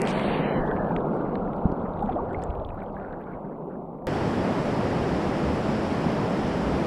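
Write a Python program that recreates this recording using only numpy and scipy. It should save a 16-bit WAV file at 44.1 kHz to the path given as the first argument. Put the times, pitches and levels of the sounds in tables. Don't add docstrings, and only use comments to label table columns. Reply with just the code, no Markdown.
import sys
import numpy as np
from scipy import signal
from scipy.fft import rfft, irfft, next_fast_len
from scipy.io import wavfile
from scipy.ndimage import uniform_filter1d, map_coordinates

SR = 44100
rng = np.random.default_rng(int(sys.argv[2]) if len(sys.argv) > 2 else 0)


def file_out(sig):
    cols = np.atleast_2d(sig).T
    lim = np.clip(cols, -1, 1)
    pcm = np.round(lim * 32767).astype(np.int16)
    wavfile.write(sys.argv[1], SR, pcm)


def voltage_ratio(decibels):
    exponent = np.asarray(decibels, float) / 20
    return 10 ** exponent


N = 302526
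SURFACE_S = 4.0699


def unit(x):
    return x / np.sqrt(np.mean(x ** 2) + 1e-20)


def bumps(rows, sharp):
    t = np.arange(N) / SR
    return sum(voltage_ratio(db) * np.exp(-abs((t - s) / half_s) ** sharp) for s, db, half_s in rows)


def bandpass(x, low_hz, high_hz):
    return signal.sosfilt(signal.butter(5, [low_hz, high_hz], "bandpass", fs=SR, output="sos"), x)


def stream(spectrum, patchy_db=1.0, mask=None, size=12):
    _, _, z = signal.stft(rng.standard_normal(N + 1024), SR, nperseg=512, noverlap=384)
    field = uniform_filter1d(rng.standard_normal(z.shape), size=9, axis=0)
    field = uniform_filter1d(field, size=size, axis=1)
    noise = signal.istft(z * voltage_ratio(patchy_db * unit(field)), SR, nperseg=512, noverlap=384)[1]

    length = next_fast_len(len(noise))
    log_hz = np.log(np.fft.rfftfreq(length, 1 / SR) + 1)
    f, db = np.transpose(spectrum)
    colour = voltage_ratio(np.interp(log_hz, np.log(f), db, right=-140))
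    noise = unit(irfft(rfft(noise, length) * colour, length))

    if mask:
        hz, s, z = signal.stft(noise, SR, nperseg=1024, noverlap=896)
        noise = signal.istft(z * mask(hz[:, None], s), SR, nperseg=1024, noverlap=896)[1]
    return noise[:N]


def rings(s, db, hz, swell_s, t60_s, rise, size):
    columns = (s, db, hz, swell_s, t60_s, rise)
    s, db, hz, swell_s, t60_s, rise = (np.reshape(v, (-1, 1)) for v in columns)
    t = np.arange(size) / SR
    turns = hz * (t + rise * t * t / t60_s)
    envelope = voltage_ratio(db - 60 * t / t60_s) * (1 - np.exp(-(t / swell_s) ** 2))
    wave = envelope * np.sin(2 * np.pi * turns)
    at = np.round(s * SR).astype(int) + np.arange(size)
    return np.bincount(at.ravel(), wave.ravel(), N + size + SR)[:N]


def swarm(count, hz, spread, cycles, scatter_db):
    when_s = rng.random(count) * N / SR
    pitch_hz = hz * np.exp(spread * np.clip(rng.standard_normal(count), -2, 2))
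    db = scatter_db * np.minimum(rng.exponential(size=count), 3)
    return unit(rings(when_s, db, pitch_hz, 1 / pitch_hz, cycles * 3 / pitch_hz, 0.11, size=600))


def deep_flow(flow_db, sway_db):
    # hz, level_db (per Hz)
    surge_spectrum = [(12, -26.5), (25, -2), (60, -9.5), (110, -8.5), (160, -33), (400, -120)]
    # hz, level_db (per Hz)
    drone_spectrum = [(60, -120), (110, -26.5), (140, -5.5), (190, -2.5), (300, -8.5), (400, -7),
                      (520, -20), (1200, -120)]
    surge = voltage_ratio(flow_db + sway_db) * stream(surge_spectrum, patchy_db=2.0)
    drone = voltage_ratio(flow_db - 3.5 - 0.52 * sway_db) * stream(drone_spectrum, patchy_db=1.1)
    return surge + drone


def gurgle(flow_db):
    # hz, level_db (per Hz)
    spectrum = [(200, -120), (380, -11.5), (480, -1.5), (700, -4), (900, -7), (1100, -11.5), (1280, -15.5),
                (1420, -20), (1700, -29.5), (4000, -120)]
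    # time_s, edge_hz
    edge_path = [(0, 1890), (2.3, 1640), (2.6, 1480), (3.4, 1380), (4.06, 1280)]

    def edge(hz, s):
        return 1 / (1 + (hz / np.interp(s, *np.transpose(edge_path))) ** 10)

    eddies = stream(spectrum, patchy_db=0.5, size=6, mask=edge)
    bubbles = swarm(count=1200, hz=774, spread=0.22, cycles=2.9, scatter_db=4.5)
    return voltage_ratio(flow_db) * (eddies + voltage_ratio(-20.5) * bubbles)


def crackle(count):
    pulses = np.zeros(N)
    pulses[rng.integers(0, N, count)] = voltage_ratio(3 * np.minimum(rng.exponential(size=count), 3))
    return unit(bandpass(pulses, 1600, 4300))


def silt(flow_db, laps):
    # hz, level_db (per Hz)
    spectrum = [(1200, -68), (2000, 2), (2600, -2.5), (3500, -11.5), (4600, -16.5), (5300, -24.5),
                (6500, -39), (12000, -120)]
    murk = voltage_ratio(-19.5 + 1.482 * flow_db) + voltage_ratio(-29) * laps
    grains = voltage_ratio(-16) * crackle(count=350)
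    bubbles = voltage_ratio(-14) * swarm(count=1000, hz=3070, spread=0.13, cycles=3, scatter_db=1.0)
    return murk * (stream(spectrum, patchy_db=3.0, size=4) + grains + bubbles)


def slosh(laps):
    # hz, level_db (per Hz)
    spectrum = [(900, -60.5), (1400, 7), (1700, -5), (2200, -14.5), (2700, -24), (4000, -59), (8000, -120)]
    rest = voltage_ratio(-73.5)
    return (laps + rest) * stream(spectrum, patchy_db=5.5, size=6)


def gate(hz, s):
    # hz, shut_s
    shut_times = [(1250, 3.1), (1520, 1.077), (2100, 0.6), (4700, 0.23), (4760, 0.13), (9500, 0.12),
                  (11900, 1.02), (14600, .17)]
    # centre_hz, width_hz, shut_s
    linger = [(3000, 300, 0.618), (3700, 330, 0.46), (3990, 220, 0.615), (4470, 280, 0.435),
              (7600, 260, .25), (8170, 300, 0.37), (8440, 700, 0.326)]
    band = np.round(hz / 170)
    shut_s = np.interp(band * 170, *np.transpose(shut_times))
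    scatter = 0.07 * rng.standard_normal(200)[band.astype(int)]
    shut_s = shut_s * (1 + scatter * (hz > 9000))
    for centre_hz, width_hz, until_s in linger:
        shut_s = np.where(abs(hz - centre_hz) < width_hz / 2, until_s, shut_s)

    before_splash = s < 0.072
    early = np.where((hz > 2800) & (hz < 7800) & before_splash, voltage_ratio(-13.0), 1)
    early = early * np.where((hz > 8800) & (hz < 11500) & before_splash, voltage_ratio(-4.0), 1)
    leak = voltage_ratio(-22) * ((hz > 4700) & (hz < 7600) & (s < 0.244))
    return np.maximum(leak, early * np.clip((shut_s - s) / (0.08 * shut_s + 0.005), 0, 1))


def surface_wash():
    # hz, level_db (per Hz)
    spectrum = [(900, -40.5), (1300, -4.5), (1700, 1), (2500, -3), (3200, -6.5), (4600, -16), (6000, -17),
                (8100, -26), (9500, -24), (10600, -34), (11300, -39.5), (13000, -51.5), (14200, -50.5),
                (15500, -54.5)]
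    t = np.arange(N) / SR
    return voltage_ratio(-38.0 - 3.8 * np.maximum(t - 0.9, 0)) * stream(spectrum, patchy_db=-1.5, mask=gate)


def preamp_hiss():
    # hz, level_db (per Hz)
    spectrum = [(4000, -38), (6000, -15), (7700, -2), (8600, -3.5), (10000, -5.5), (11200, -2),
                (12500, 0.5), (14000, -2.5), (15500, -12)]
    return voltage_ratio(-81.5 - 1.8 * np.arange(N) / SR) * stream(spectrum, patchy_db=3.5, size=3)


def bubble_clouds():
    # centre_s, level_db, half_length_s
    clouds = [
        (.095, -47, 0.023),
        (.675, -70, 0.013),
        (1.145, -76, .02),
        (2.43, -66.5, 0.015),
    ]
    # hz, level_db (per Hz)
    spectrum = [(1500, -31), (2500, -7), (4500, -2), (6000, -12.5), (8500, -10), (11000, -21), (14000, -59)]
    return bumps(clouds, sharp=3.2) * stream(spectrum, patchy_db=5.0, size=2)


def submerged():
    # time_s, flow_db, sway_db (case sway over the flow)
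    flow_path = [(0.0, -31, -16), (0.13, -29, -10), (0.44, -29.5, -11.5), (0.76, -29.5, -8.5),
                 (1.15, -31, -12.5), (1.41, -32.5, -12.5), (1.88, -33.5, -3.5), (2.28, -33.5, -7),
                 (2.46, -33, -1.5), (2.7, -38, -1), (2.92, -37.5, -6.5), (3.41, -39.5, -7),
                 (3.66, -40.5, -17), (4.06, -41.5, -8)]
    # centre_s, level_db, half_length_s
    lap_times = [(1.25, -54, 0.17), (1.78, -62, 0.19), (2.106, -50.5, 0.055), (2.382, -58, 0.29),
                 (2.803, -53.5, 0.055), (3.02, -51, 0.05), (3.11, -50.5, 0.05), (3.214, -49, 0.022),
                 (3.307, -51.5, 0.055), (3.5, -60, 0.07), (3.725, -59, 0.041)]
    time_s, flow_db, sway_db = np.transpose(flow_path)
    t = np.arange(N) / SR
    flow_db, sway_db = np.interp(t, time_s, flow_db), np.interp(t, time_s, sway_db)
    laps = bumps(lap_times, sharp=1.8)
    body = deep_flow(flow_db, sway_db) + gurgle(flow_db) + silt(flow_db, laps) + slosh(laps)
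    return body + surface_wash() + preamp_hiss() + bubble_clouds()


def ticks(rows, swell_turns):
    s, db, hz, t60_s = np.transpose(rows)
    return rings(s, db + 6, hz, swell_turns / hz, t60_s, 0.091, size=1600)


def small_hits():
    # start_s, level_db, pitch_hz, t60_s
    beads = [(0.713, -34, 1680, 0.013), (0.9095, -38, 1630, 0.015), (0.985, -39, 1660, 0.015),
             (1.1682, -56, 1600, 0.015), (1.3545, -31, 1700, 0.0096), (1.475, -41, 1620, 0.011),
             (2.0966, -50, 1600, 0.013), (2.2909, -47, 1720, 0.015), (2.3455, -35, 2080, 0.028),
             (2.3947, -52, 1660, 0.015), (2.4281, -48, 1790, 0.015), (2.7029, -50, 2440, 0.024),
             (2.8185, -45, 2160, 0.013), (2.9664, -38, 1580, 0.023), (3.031, -51, 1740, 0.015),
             (3.2111, -48, 1550, 0.013), (3.9868, -56, 2000, 0.008), (4.022, -55, 1650, .012),
             (2.82, -43, 1410, 0.045)]
    # start_s, level_db, pitch_hz
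    grit = [(0.0523, -37, 3070), (0.0726, -27, 3040), (0.623, -60, 3250), (0.6638, -51, 3000),
            (0.7122, -46, 3160), (0.8713, -54, 3000), (1.002, -59, 3440), (1.3543, -44, 3900),
            (1.5632, -65, 2980), (1.7681, -62, 3300), (1.7997, -57, 3260), (1.8158, -60, 3530),
            (1.936, -55, 3610), (1.9738, -59, 3550), (2.0057, -53.5, 3590), (2.0244, -54, 3500),
            (2.0521, -58, 3300), (2.122, -51, 3400), (2.1295, -48.5, 3280), (2.155, -56, 3200),
            (2.3086, -60, 3020), (2.331, -58, 3310), (2.6487, -41.5, 3320), (2.791, -60, 3770),
            (2.8623, -55, 3030)]
    # start_s, level_db, pitch_hz
    sand = [(0.0193, -35, 8200), (0.0745, -38, 7330), (0.388, -74, 6010), (0.6674, -66, 6000),
            (0.9636, -60, 6530), (1.1672, -61, 8100), (1.5638, -66, 8070), (1.6531, -65, 6330),
            (1.719, -61, 6090), (2.0257, -55, 8200), (2.0607, -64, 7400), (2.0756, -66, 6100),
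            (2.3316, -58, 7530), (2.4199, -63, 8020), (2.4378, -37.5, 7290), (2.831, -67, 7760)]
    # start_s, level_db, pitch_hz
    dust = [(0.869, -60.5, 13870), (0.9055, -55.5, 13930), (1.0026, -65, 12950), (1.085, -60, 12400),
            (1.3534, -63, 12000), (2.42, -72, 12000), (2.5527, -63, 11400), (2.6674, -64, 12000),
            (2.7443, -60, 12100), (2.833, -59.5, 13050), (2.9782, -66, 11700), (3.2142, -63.5, 12250),
            (3.3209, -66, 12200), (3.511, -74, 12100)]
    # start_s, level_db, pitch_hz, t60_s
    flecks = [(.1275, -48, 6000, .004), (.1955, -46, 5600, 0.0037), (.1955, -52, 8000, .003),
              (.235, -57, 5300, 0.0073), (.675, -53, 3300, .02), (.685, -57, 3600, .01),
              (0.772, -39, 2110, 0.011), (2.392, -58, 4300, .006), (2.426, -51, 5000, .008),
              (2.507, -47, 3020, 0.0053), (2.875, -70, 4600, .006), (2.928, -65, 4400, 0.0054),
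              (2.998, -55, 2350, 0.018), (3.335, -54, 2150, 0.036), (3.268, -56, 2180, 0.025),
              (.053, -44, 4970, .005), (.0625, -37, 4200, .006), (.92, -50, 2300, .015),
                (1.008, -56, 3300, .008), (1.464, -53, 3000, .004), (1.506, -59, 2600, .005),
                (1.521, -66, 3500, 0.0086), (1.564, -59, 4200, .006), (1.586, -59.5, 2900, .01),
                (1.619, -55, 2100, .01), (1.719, -52.5, 4200, .005), (2.31, -37, 1430, .025),
                (2.332, -62, 4280, .005), (2.338, -57, 3300, 0.0056), (2.397, -52, 2300, .012),
                (2.42, -52, 3980, .006), (2.4375, -48, 3400, 0.0046), (2.444, -54, 2500, .005),
                (2.69, -53, 2880, 0.0091), (2.7035, -42, 1800, 0.0067), (2.776, -39, 1270, 0.037),
                (2.837, -62, 3600, .008), (2.884, -61, 3100, .008), (2.898, -59, 2600, .012),
                (2.944, -59, 3500, .005), (3.013, -43, 1480, .02), (3.028, -61, 3300, .005),
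                (3.108, -42, 1450, .025), (3.125, -59, 3600, .004), (3.172, -54, 1700, .015),
                (3.24, -58, 3400, 0.0044), (3.296, -49, 1520, 0.027), (3.678, -66, 2800, .006),
                (3.755, -51, 1600, .02), (3.63, -68, 3100, .004)]

    def lasting(rows, t60_s):
        return [(*row, t60_s) for row in rows]

    case_dulling = signal.butter(4, 5200, fs=SR, output="sos")
    dull = signal.sosfilt(case_dulling, ticks(beads + lasting(grit, 0.0088), swell_turns=1.0))
    fine = lasting(sand, 0.0039) + lasting(dust, 0.003) + flecks
    return dull + ticks(fine, swell_turns=1.1)


def snaps():
    # start_s, level_db, bright_db (over level_db)
    snap_times = [(0.0177, -29, -1), (0.0729, -22.5, -17), (0.196, -31, -26), (0.7645, -39, -49),
                  (0.8454, -46, -41), (0.9634, -21.5, -37), (1.1674, -53, -20), (1.3557, -38, -45),
                  (1.533, -46, -29), (1.58, -47, -32), (1.6529, -50, -27), (1.719, -54, -4),
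                  (1.9926, -47, -17), (2.0601, -50, -24), (2.0944, -43, -23), (2.4205, -45, -17),
                  (2.4367, -46, -9), (2.5003, -41.5, -46), (2.505, -44, -39), (2.552, -45, -30),
                  (2.5985, -47, -39), (2.6198, -54, -35), (2.689, -45, -36), (2.803, -47, -32),
                  (2.9585, -58, -18), (3.127, -50, -36), (3.2389, -52, -36), (3.6296, -63, -28)]
    t = np.arange(300) / SR
    dull, bright = np.zeros((2, N))
    for s, db, bright_db in snap_times:
        puff = (t == 0) + 0.31 * rng.standard_normal((2, len(t))) * voltage_ratio(-60 * t / 0.0058)
        dull[round(s * SR):][:len(t)] += voltage_ratio(db + 20.0) * puff[0]
        bright[round(s * SR):][:len(t)] += voltage_ratio(db + bright_db + 12.0) * puff[1]
    low = bandpass(dull, 1300, 2670) + voltage_ratio(-5.5) * bandpass(dull, 2680, 3980)
    return low + bandpass(bright, 4100, 11500)


def large_hits():
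    # start_s, level_db, pitch_hz, t60_s, rise (share of pitch)
    gulps = [(.712, -9, 1450, 0.025, 0.1), (.905, -2.5, 820, 0.029, 0.15), (1.835, -12, 188, 0.047, 0.04),
             (2.021, -4.5, 765, 0.035, 0.12), (2.036, -11, 203, 0.079, 0), (2.067, -12, 218, 0.054, 0.04),
             (2.088, -6.5, 750, 0.047, 0), (2.108, -20, 170, 0.055, 0), (2.14, -14, 282, 0.063, 0.33),
             (2.158, -2.5, 570, 0.032, 0.15), (2.163, 1, 693, 0.024, 0.02), (2.172, -11, 614, 0.034, 0.16),
             (2.182, -15, 1080, 0.042, 0.12), (2.192, -13, 878, 0.043, 0.09), (2.49, -15, 54, 0.1, 0.1),
             (1.543, -16, 560, 0.049, .05), (1.957, -25, 670, 0.046, 0), (2.385, -15.5, 730, 0.058, 0.02),
             (2.611, -18.5, 604, 0.053, 0.12), (3.371, -22, 605, 0.05, 0.05),
             (2.226, -15.5, 393, .06, 0.16), (2.243, -20, 155, 0.064, 0.06), (2.275, -22, 130, .06, 0.1)]
    # start_s, level_db, pitch_hz, t60_s, rise (share of pitch)
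    knock = [
        (1.6548, -5.5, 190, 0.031, 0),
        (1.6965, -10, 480, 0.012, 0),
        (1.6535, -14.5, 79, 0.074, -0.23),
        (1.7015, -7, 221, 0.013, .2),
        (1.7238, -7.5, 250, 0.012, 0),
        (2.1, -23, 155, 0.051, -0.21),
        (2.375, -20, 69, 0.045, -0.048),
    ]
    # start_s, level_db, pitch_hz, t60_s
    heaves = [
        (.58, -10, 24, 0.12),
        (4.33, -15, 81.8, 0.32),
        (4.72, -21, 58, 0.29),
        (5.08, -13.5, 62, 0.25),
        (5.431, -10.5, 67, 0.29),
        (5.831, -16, 82, 0.18),
        (6.6, -16, 55.3, 0.35),
        (6.72, -16, 68.6, 0.23),
    ]
    # start_s, level_db, pitch_hz, swell_s, t60_s, rise (share of pitch)
    dent = (1.6538, 0, 451, 0.2, 0.05, 0.5)
    rows = [(s, db, hz, 0.0068, t60_s, rise) for s, db, hz, t60_s, rise in gulps]
    rows += [(s, db, hz, 0.00084, t60_s, rise) for s, db, hz, t60_s, rise in knock]
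    rows += [(s, db, hz, 0.21 * t60_s, t60_s, 0.2) for s, db, hz, t60_s in heaves]
    return rings(*np.transpose(rows), size=15000) - rings(*dent, size=600)


def housing():
    return small_hits() + snaps() + large_hits()


def open_river():
    # hz, level_db (per Hz)
    rumble_spectrum = [(12, -27), (30, -7), (45, -13), (65, -3.5), (105, -4), (150, -27), (400, -120)]
    # hz, level_db (per Hz)
    spray_spectrum = [(500, -55), (1200, -4.5), (1700, -5), (2500, -10), (3050, -11), (3900, -17.5),
                      (5250, -15.5), (6400, -26), (7800, -26), (9000, -33), (10600, -31.5), (11250, -43),
                      (12400, -41), (15100, -57)]
    # hz, level_db (per Hz)
    rush_spectrum = [(60, -38), (110, -5.5), (180, -1), (300, -5.5), (600, -9.5), (900, -13.5), (1100, -18),
                     (1500, -24), (3000, -39), (8000, -120)]
    t = np.arange(N) / SR
    rumble_db = -39.5 - 2.5 * np.exp(-np.maximum(t - SURFACE_S, 0) / 0.6)
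    rumble = voltage_ratio(rumble_db) * stream(rumble_spectrum, patchy_db=2.2)
    spray = voltage_ratio(-42) * stream(spray_spectrum, patchy_db=0.6)
    bubbles = swarm(count=1600, hz=424, spread=0.4, cycles=7.8, scatter_db=-2.5)
    rush = stream(rush_spectrum, patchy_db=0.0) + voltage_ratio(-11.5) * bubbles
    swing_db = 0.32 * map_coordinates(rng.standard_normal(70), [8 * t])
    return rumble + spray + voltage_ratio(-25.5 + swing_db) * rush


def scene():
    t = np.arange(N) / SR - SURFACE_S
    jump = -voltage_ratio(-15.5) * np.exp(-np.maximum(t, 0) / 0.0016)
    river = np.where(t < 0, submerged(), open_river() + jump)
    return (river + housing())[None]


def band_limit(x):
    return signal.sosfilt(signal.butter(12, 15700, fs=SR, output="sos"), x)


def record(dry):
    return band_limit(dry)


dry = scene()
out = record(dry)
file_out(out)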